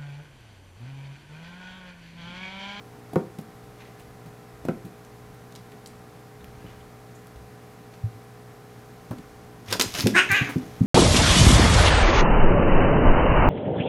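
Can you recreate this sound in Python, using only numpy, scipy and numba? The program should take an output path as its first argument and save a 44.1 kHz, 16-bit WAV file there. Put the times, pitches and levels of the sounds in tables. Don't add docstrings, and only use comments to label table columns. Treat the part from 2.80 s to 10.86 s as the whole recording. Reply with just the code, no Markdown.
import sys
import numpy as np
from scipy import signal
from scipy.fft import rfft, irfft
from scipy.io import wavfile
from scipy.ndimage import uniform_filter1d
from numba import njit

SR = 44100
rng = np.random.default_rng(int(sys.argv[2]) if len(sys.argv) > 2 else 0)


def pcm_store(signal):
    levels = np.round(np.clip(np.atleast_2d(signal), -1, 1) * 32767)
    wavfile.write(sys.argv[1], SR, levels.astype(np.int16).T)


def voltage_ratio(decibels):
    exponent = np.asarray(decibels, float) / 20
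    return 10 ** exponent


N = 355446

MAINS_HZ = 59.925
# (multiple of mains [1], level [dB rms])
HUM_LINES = [(1, -68), (2, -53), (3, -62), (4, -62), (5, -63), (6, -72.5), (7, -56), (8, -60.5),
             (10, -69.5), (11, -68.5), (12, -64.5), (13, -60.5), (17, -70.5), (21, -79), (23, -75.5)]
# (frequency [Hz], density [dB per Hz])
HISS_SPECTRUM = [(25, -102), (60, -89), (120, -75), (200, -77.5), (400, -84.5), (700, -86.5), (1200, -87),
                 (2000, -92), (3000, -99), (5000, -101), (9000, -105), (11700, -104), (13000, -106),
                 (15000, -108), (16000, -112)]
RUMBLE_DB, SWELL_S = -68.5, 0.14
# (time [s], level [dB])
RUMBLE_SWELLS = [(.82, -56), (1.34, -55), (1.87, -50), (2.5, -52), (3.7, -58), (3.83, -48), (4.0, -57),
                 (6.47, -52), (6.701, -60), (7.14, -44), (7.32, -58), (7.76, -61), (8.0, -61)]
# (time [s], level [dB])
MIC_SWING = [
    (0, 0.5),
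    (7.3, 1),
    (7.6, 5.5),
    (7.8, 4.5),
    (7.95, 4),
    (8.06, 4.5),
]

# (frequency [Hz], level [dB], t60 [s])
BOARD_MODES = [(118, -55, 0.36), (205, -3, 0.084), (270, -7.5, 0.18), (375, -2, 0.033), (432, -2.5, 0.032),
               (534, -59, 0.14)]
# (frequency [Hz], density [dB per Hz])
KNOCK_SPECTRUM = [(250, -43), (500, -3.5), (900, -3.5), (1500, 0), (2500, -7), (4000, -26), (16000, -52)]
# (time [s], peak level [dB], crack of the tip [dB])
TAIL_WHIPS = [
    (0.358, -12, -25),
    (1.885, -15, -27),
]
# (delay [ms], level [dB], board [Hz], contact [ms], t60 [s])
WHIP_PARTS = [
    (0, 1, 370, 0.97, 0.044),
    (2.9, -0.5, 166.6, 1.4, 0.066),
]
TIP_LAG_S, TIP_HZ, TIP_MS, TIP_T60_S = .0015, 1500, .28, .03
# (time [s], peak level [dB], board [Hz], contact [ms])
PAD_FALLS = [(.332, -25, 167, 1.1), (.583, -26.5, 159, 2.93), (0.5896, -25, 199, 1.21),
             (1.457, -36, 161, 4.2), (1.8508, -19, 169, 1.3), (2.043, -31, 172, 4.4),
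             (2.0602, -30.5, 175, 1.4), (2.932, -35, 137, 1.8), (3.628, -39.5, 70.6, 6),
             (3.842, -30.5, 127, 1.7), (4.55, -36.5, 64, 7.1), (5.234, -18.5, 109.7, 5.3),
             (6.306, -22, 121, 2.75), (6.332, -27.5, 305, 1.13), (6.385, -33.5, 153, 2.3)]
# (time [s], peak level [dB], board [Hz], contact [ms], t60 [s])
BODY_FALLS = [(6.882, -31.5, 105.5, 4.4, 0.42), (7.057, -25, 109, 2.9, 0.061), (7.184, -28, 143, 2.8, 0.15),
              (7.209, -28, 269, 3.7, 0.18), (7.237, -13.5, 114.7, 3, 0.14), (7.253, -23, 270, 2.1, 0.069),
              (7.261, -8, 205, 1.56, 0.092), (7.327, -21, 222, 3.2, 0.055), (7.497, -21, 126, 2.9, 0.068),
              (7.515, -22, 118, 6, 0.07), (7.61, -14.5, 131, 3.3, 0.11), (7.69, -24.5, 282, 0.88, .08),
              (7.758, -11, 157, 2.53, 0.026), (7.766, -23, 271, 3.1, 0.14), (8.007, -5.5, 130, 3.53, 0.062),
              (8.026, -16, 205, 5.3, .17)]
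# (time [s], peak level [dB], board [Hz], contact [ms])
PAW_LANDINGS = [
    (6.311, -24.5, 185, 0.83),
    (6.913, -28.5, 370, 0.54),
    (6.925, -18.5, 512, .17),
    (6.933, -23, 1460, .32),
    (6.951, -23, 181, 1),
    (6.996, -15, 368, 0.53),
    (7.012, -16.5, 442, 0.46),
    (7.039, -25, 384, 0.83),
    (7.149, -33, 120, 1),
]
WHIP_SECOND_HZ, CLAW_BOARD_HZ = 520, 960
PAD_SECOND_BOARD, FALL_SECOND_BOARD = 1.7, 1.8
PAD_CYCLES, CYCLES_PER_MS = 4.9, 2.1
POUNCE_T60_S = 0.054

# (time [s], peak level [dB], t60 [s])
FUR_BRUSHES = [(0.334, -35, 0.038), (0.36, -49, 0.17), (0.5867, -35.5, 0.076), (1.196, -44, 0.11),
               (1.46, -46, .089), (1.852, -35, 0.044), (1.886, -44, 0.089), (2.05, -44.5, 0.12),
               (3.644, -36, .018), (4.47, -39, .013), (6.31, -38, 0.081), (7.5162, -16.5, 0.036),
               (7.693, -31.5, 0.19)]
BRUSH_HZ, BRUSH_SHARE = 9500, 3
# (time [s], peak level [dB], centre [Hz])
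CLAW_TAPS = [(.612, -48, 12000), (2.249, -43.5, 6200), (2.545, -46, 14200), (2.723, -41, 4100),
             (2.7525, -34, 4440), (2.759, -34, 4230), (2.918, -44, 2700), (3.0604, -30, 4700),
             (3.073, -35, 8000), (4.56, -47, 3400), (5.14, -46, 3700), (6.384, -41.5, 3080),
             (7.782, -40, 5000), (8.035, -43, 5460)]
TAP_SHARE, TAP_T60_S = 0.5, 0.032
# (time [s], peak level [dB], centre [Hz])
HARD_TINKLES = [
    (3.607, -55, 3550),
    (3.865, -46, 3000),
    (3.9, -57, 3070),
    (4.005, -51, 3070),
    (4.351, -49.5, 7160),
]
TINKLE_SHARE, TINKLE_T60_S = .1, 0.11
# (time [s], peak level [dB], centre [Hz], width as share of centre [1])
CLAW_SCRABBLES = [(6.885, -48, 4030, .34), (6.912, -23, 3430, 0.45), (6.9265, -8.5, 3630, 0.27),
                  (6.926, -29, 13000, .5), (6.937, -19, 6000, 0.81), (6.9971, -6.5, 5000, 0.58),
                  (7.001, -10, 3380, 0.29), (7.007, -20, 14000, .37), (7.0116, -1.5, 3580, 0.44),
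                  (7.021, -12, 6500, 0.53), (7.1402, -21, 3520, 0.41), (7.1565, -29, 5070, 0.18),
                  (7.184, -25, 5000, 1.3), (7.199, -17.5, 4570, 0.21), (7.206, -15, 4230, 0.14),
                  (7.2178, -25, 12000, .5), (7.27, -10.5, 3430, 0.66), (7.281, -27, 12500, .6),
                  (7.5273, -23, 12000, .8)]
CLAW_T60_S = 0.029

# (frequency [Hz], density [dB per Hz])
FUR_SPECTRUM = [(150, -30), (300, 1.5), (900, -1), (1500, 0), (2500, 2.5), (4500, -3), (6500, -2),
                (7600, -13.5), (9500, -12.5), (12000, -10), (15000, -19)]
# (peak time [s], level [dB], rise [ms], fall [ms], brightness [dB])
STROKES = [(.85, -64, 250, 300, 11), (1.006, -46.5, 15, 53, -12), (1.2, -60, 100, 92, -5),
           (3.9, -53, 160, 70, -15), (5.14, -55, 10, 25, -3), (5.92, -74, 50, 300, 11),
           (6.33, -64, 150, 300, 0), (6.885, -42, 7.7, 69, -4), (6.94, -37, 28, 16, 7),
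           (7.022, -45, 17, 86, 8), (7.15, -34.5, 7.2, 60, -1), (7.195, -31.5, 46, 30, 3.5),
           (7.29, -44, 56, 60, 1), (7.44, -39, 40, 150, -12), (7.562, -30.5, 30, 70, -9),
           (7.71, -53, 66, 31, -12), (7.95, -59, 400, 800, 2)]

# (time [s], pitch [Hz], level [dB], throat [Hz], mouth [Hz])
SQUALLS = [
    [(7.34, 328.8, -40, 1670, 1990), (7.351, 341.5, -20, 1660, 2040), (7.369, 370, -14, 1470, 2500),
     (7.39, 366.6, -11.5, 1430, 2610), (7.405, 373, -19.5, 1540, 2920), (7.42, 382, -28, 1400, 2400),
     (7.44, 376, -48, 1470, 2600)],
    [(7.49, 440, -31, 1830, 2300), (7.513, 386, -18.5, 1560, 2250), (7.539, 392, -19, 1560, 2300),
     (7.551, 432, -18, 1740, 2600), (7.575, 404, -21, 1630, 2750), (7.603, 372, -26, 1470, 2600),
     (7.64, 378, -35, 1920, 2500), (7.69, 378, -36, 1450, 2250), (7.715, 360, -40, 1050, 2070)],
]
CHEST_PUSH = [-7.5, -22]
THROAT_RING = [-.5, -2.5]
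# (frequency [Hz], width [Hz], level [dB])
HEAD_RESONANCES = [(785, 160, -16), (1150, 200, -11), (3700, 600, -22), (6500, 1100, -21),
                   (11800, 1500, -30)]
# (frequency [Hz], width [Hz], level [dB])
RASP_BANDS = [(824, 1570, -12.5), (5000, 2000, -22.5), (8000, 1300, -23.5)]
ROUGH_START, ROUGH_END, PAIRS = .22, .95, .32

# (frequency [Hz], t60 [s])
ROOM_DECAY = [(80, 0.36), (300, 0.33), (1000, 0.22), (4000, 0.28), (12000, 0.25)]


def rms_one(x):
    return x / np.sqrt(np.mean(x ** 2) + 1e-20)


def in_time(rows, column):
    table = np.array(rows)
    return np.interp(np.arange(N) / SR, table[:, 0], table[:, column])


def gate(rows, fade_s=0.021):
    t = np.arange(N) / SR
    inside = np.minimum(t - rows[0][0], rows[-1][0] - t)
    return np.clip(inside / fade_s + 1, 0, 1)


def at_hz(points, hz):
    table = np.array(points)
    return np.interp(np.log(hz + 1), np.log(table[:, 0]), table[:, 1])


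def coloured(x, spectrum):
    hz = np.arange(len(x) // 2 + 1) * SR / len(x)
    return irfft(rfft(x) * voltage_ratio(at_hz(spectrum, hz)), len(x))


def filtered(x, order, hz, kind):
    return signal.sosfilt(signal.butter(order, hz, kind, fs=SR, output="sos"), x)


def resonance(x, hz, width_hz):
    r = np.exp(-np.pi * width_hz / SR)
    zeros = (1 - r * r) / 2 * np.array([1, 0, -1])
    poles = [1, -2 * r * np.cos(2 * np.pi * hz / SR), r * r]
    return signal.lfilter(zeros, poles, x)


@njit
def gliding(x, hz, r, sr):
    y = np.zeros(len(x))
    for i in range(2, len(x)):
        drive = (1 - r * r) / 2 * (x[i] - x[i - 2])
        y[i] = drive + 2 * r * np.cos(2 * np.pi * hz[i] / sr) * y[i - 1] - r * r * y[i - 2]
    return y


def add(out, s, piece):
    at = round(s * SR)
    out[at:at + len(piece)] += piece[:N - at]


def room_tone():
    t = np.arange(N) / SR
    hum = sum(voltage_ratio(db) * np.sqrt(2) * np.sin(2 * np.pi * (k * MAINS_HZ * t + rng.random()))
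              for k, db in HUM_LINES)
    hiss = coloured(rng.standard_normal(N), HISS_SPECTRUM) * np.sqrt(SR / 2)
    rumble = rms_one(filtered(rng.standard_normal(N), 2, [28, 85], "band"))
    coarse = t[::64]
    swells = sum(voltage_ratio(db - 7.0) * np.exp(-((coarse - s) / SWELL_S) ** 2) for s, db in RUMBLE_SWELLS)
    return hum + hiss + (voltage_ratio(RUMBLE_DB + 2.5) + np.interp(t, coarse, swells)) * rumble


def contacts():
    rows = [(s + ms / 1000, db + part_db, hz, WHIP_SECOND_HZ, contact_ms, t60)
            for s, db, _ in TAIL_WHIPS for ms, part_db, hz, contact_ms, t60 in WHIP_PARTS]
    rows += [(s + TIP_LAG_S, db, TIP_HZ, WHIP_SECOND_HZ, TIP_MS, TIP_T60_S) for s, _, db in TAIL_WHIPS]
    rows += [(s, db, hz, PAD_SECOND_BOARD * hz, ms, (PAD_CYCLES + CYCLES_PER_MS * ms) / hz)
             for s, db, hz, ms in PAD_FALLS]
    rows += [(s, db, hz, FALL_SECOND_BOARD * hz, ms, t60) for s, db, hz, ms, t60 in BODY_FALLS]
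    rows += [(s, db, hz, CLAW_BOARD_HZ, ms, POUNCE_T60_S) for s, db, hz, ms in PAW_LANDINGS]
    return rows


def thumps():
    out, t = np.zeros(N), np.arange(SR // 4) / SR
    blows = contacts()
    spread = rng.standard_normal((len(blows), len(BOARD_MODES), 2))
    dense = rng.standard_normal((len(blows), len(t)))
    for (s, db, hz, second_hz, contact_ms, t60), luck, noise in zip(blows, spread, dense):
        two_boards = np.sin(2 * np.pi * hz * t) + voltage_ratio(-10.0) * np.sin(2 * np.pi * second_hz * t)
        body = two_boards * voltage_ratio(-60 * t / t60)
        for k, ((mode_hz, mode_db, mode_t60), (a, b)) in enumerate(zip(BOARD_MODES, luck)):
            wave = np.sin(2 * np.pi * mode_hz * (1 + 0.075 * b) * t) * (-1) ** k
            decay_db = 60 * t / min(mode_t60, 1.5 * t60)
            body += voltage_ratio(mode_db - 4 + 2.5 * a - decay_db) * wave
        knock = rms_one(coloured(noise, KNOCK_SPECTRUM))
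        body += voltage_ratio(-0.5 - 4.1 * contact_ms - 60 * t / (1.43 * t60)) * knock
        cut_hz = 900 / np.clip(contact_ms, .2, 12)
        body = filtered(body, 4, cut_hz, "low")
        click = np.exp(-t / .0002) * voltage_ratio(-3 - 9 * contact_ms)
        polarity = 1 if contact_ms < 1.2 else -1
        lowest_hz = .62 * min(hz, second_hz, 170)
        blow = filtered(body / np.abs(body).max() + click, 3, lowest_hz, "high")
        add(out, s, polarity * voltage_ratio(db) * blow)
    return out


def strikes():
    return ([(s, db, BRUSH_HZ, BRUSH_SHARE, t60) for s, db, t60 in FUR_BRUSHES]
            + [(*row, TAP_SHARE, TAP_T60_S) for row in CLAW_TAPS]
            + [(*row, TINKLE_SHARE, TINKLE_T60_S) for row in HARD_TINKLES]
            + [(*row, CLAW_T60_S) for row in CLAW_SCRABBLES])


def claws():
    out, t = np.zeros(N), np.arange(SR // 8) / SR
    rows = strikes()
    crackles = rng.standard_normal((len(rows), len(t)))
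    for (s, db, hz, share, t60), crackle in zip(rows, crackles):
        snap = 1.15 * voltage_ratio(-60 * t / 0.0028)
        contact = crackle * (voltage_ratio(-60 * t / t60) + snap)
        burst = resonance(contact, hz, share * hz) + 0.68 * share * resonance(contact, 2200, 2700)
        add(out, s, voltage_ratio(db + 0.5) * burst / np.abs(burst).max())
    return out


def room(x):
    t = np.arange(SR // 2) / SR
    edges, tail = 60 * 2. ** np.arange(9), 0
    for low, high in zip(edges, edges[1:]):
        band = filtered(rng.standard_normal(len(t)), 2, [low, high], "band")
        band /= np.abs(signal.hilbert(band)) ** .6 + .01
        band *= np.sqrt(high - low) / np.std(band)
        tail = tail + band * voltage_ratio(-60 * t / at_hz(ROOM_DECAY, np.sqrt(low * high)))
    tail *= np.clip((t - .004) / 0.0062, 0, 1)
    return signal.fftconvolve(x, tail / np.sqrt(np.sum(tail ** 2)))[:N]


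def sliding():
    clumps = rms_one(uniform_filter1d(rng.standard_normal(N), size=130))
    uneven_db = 1.7 * np.minimum(rng.exponential(1, N), 5) + 2.6 * clumps
    grains = rng.standard_normal(N) * voltage_ratio(uneven_db)
    fur = rms_one(coloured(grains, FUR_SPECTRUM))
    treble = signal.sosfiltfilt(signal.butter(2, 3600, "high", fs=SR, output="sos"), fur)
    out, t = np.zeros(N), np.arange(N) / SR
    for s, db, rise_ms, fall_ms, bright_db in STROKES:
        rise_s, fall_s = rise_ms / 1000, fall_ms / 1000
        near = slice(round((s - 4 * rise_s) * SR), round((s + 4 * fall_s) * SR))
        fall_db = 10 * np.maximum((s - t[near]) / rise_s, (t[near] - s) / fall_s)
        out[near] += voltage_ratio(db - fall_db) * (fur[near] + (voltage_ratio(bright_db) - 1) * treble[near])
    return out


def cries():
    out = np.zeros(N)
    for rows, chest_db, throat_db in zip(SQUALLS, CHEST_PUSH, THROAT_RING):
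        span = slice(round(rows[0][0] * SR) - 800, round(rows[-1][0] * SR) + 800)
        since, pitch, db, throat_hz, mouth_hz = (in_time(rows, k)[span] for k in range(5))
        since = since - rows[0][0]
        rough = ROUGH_START + (ROUGH_END - ROUGH_START) * (since / since[-1]) ** 2
        luck = rng.standard_normal((3, len(pitch)))
        wobble = rms_one(uniform_filter1d(luck[0], size=120))
        phase = np.cumsum(pitch * (1 + .095 * rough * wobble)) / SR
        cycle = phase.astype(int)
        pulses = np.diff(cycle, prepend=0) * (1 + PAIRS * (-1.) ** cycle) * voltage_ratio(4 * rough * luck[1])
        air = luck[2] * np.exp(-2.5 * (phase % 1))
        source = signal.lfilter([1], [1, -.6], pulses - pitch / SR + .27 * rough * air)

        throat_r, mouth_r = np.exp(-np.pi * np.array([210, 480]) / SR)
        opening = voltage_ratio(-8 + 7 * (mouth_hz - 2000) / 700)
        throat = voltage_ratio(throat_db) * gliding(source, throat_hz, throat_r, SR)
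        mouth = opening * gliding(source, mouth_hz, mouth_r, SR)
        voice = filtered(throat - mouth, 3, [950, 3200], "band")
        voice += sum(voltage_ratio(level_db) * resonance(resonance(source, hz, w), hz, w)
                     for hz, w, level_db in HEAD_RESONANCES)
        fundamental = resonance(resonance(source, 260, 240), 256, 240)
        rasp = sum(voltage_ratio(level_db) * resonance(resonance(air, hz, w), hz, w) for hz, w, level_db in RASP_BANDS)
        voice += voltage_ratio(chest_db) * (fundamental + rasp)
        voice /= np.sqrt(uniform_filter1d(voice ** 2, size=900) + 1e-12)
        out[span] = voice * voltage_ratio(db) * gate(rows, fade_s=0.0037)[span]
    return out


def scene():
    low, high, voice = thumps(), claws() + sliding(), cries()
    thin = filtered(low, 1, 260, "high")
    echoes = room(voltage_ratio(-8) * thin + voltage_ratio(-10.5) * high + voltage_ratio(-6.0) * voice)
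    background = voltage_ratio(in_time(MIC_SWING, 1)) * room_tone()
    return (low + high + voice + echoes + background)[None]


def band_limit(x):
    return signal.sosfilt(signal.butter(12, 16640, fs=SR, output="sos"), x)


def record(dry):
    rounded = 1.1 * np.tanh(dry / 1.1)
    finished = filtered(rounded, 12, 15600, "low")
    return band_limit(finished)


dry = scene()
out = record(dry)
pcm_store(out)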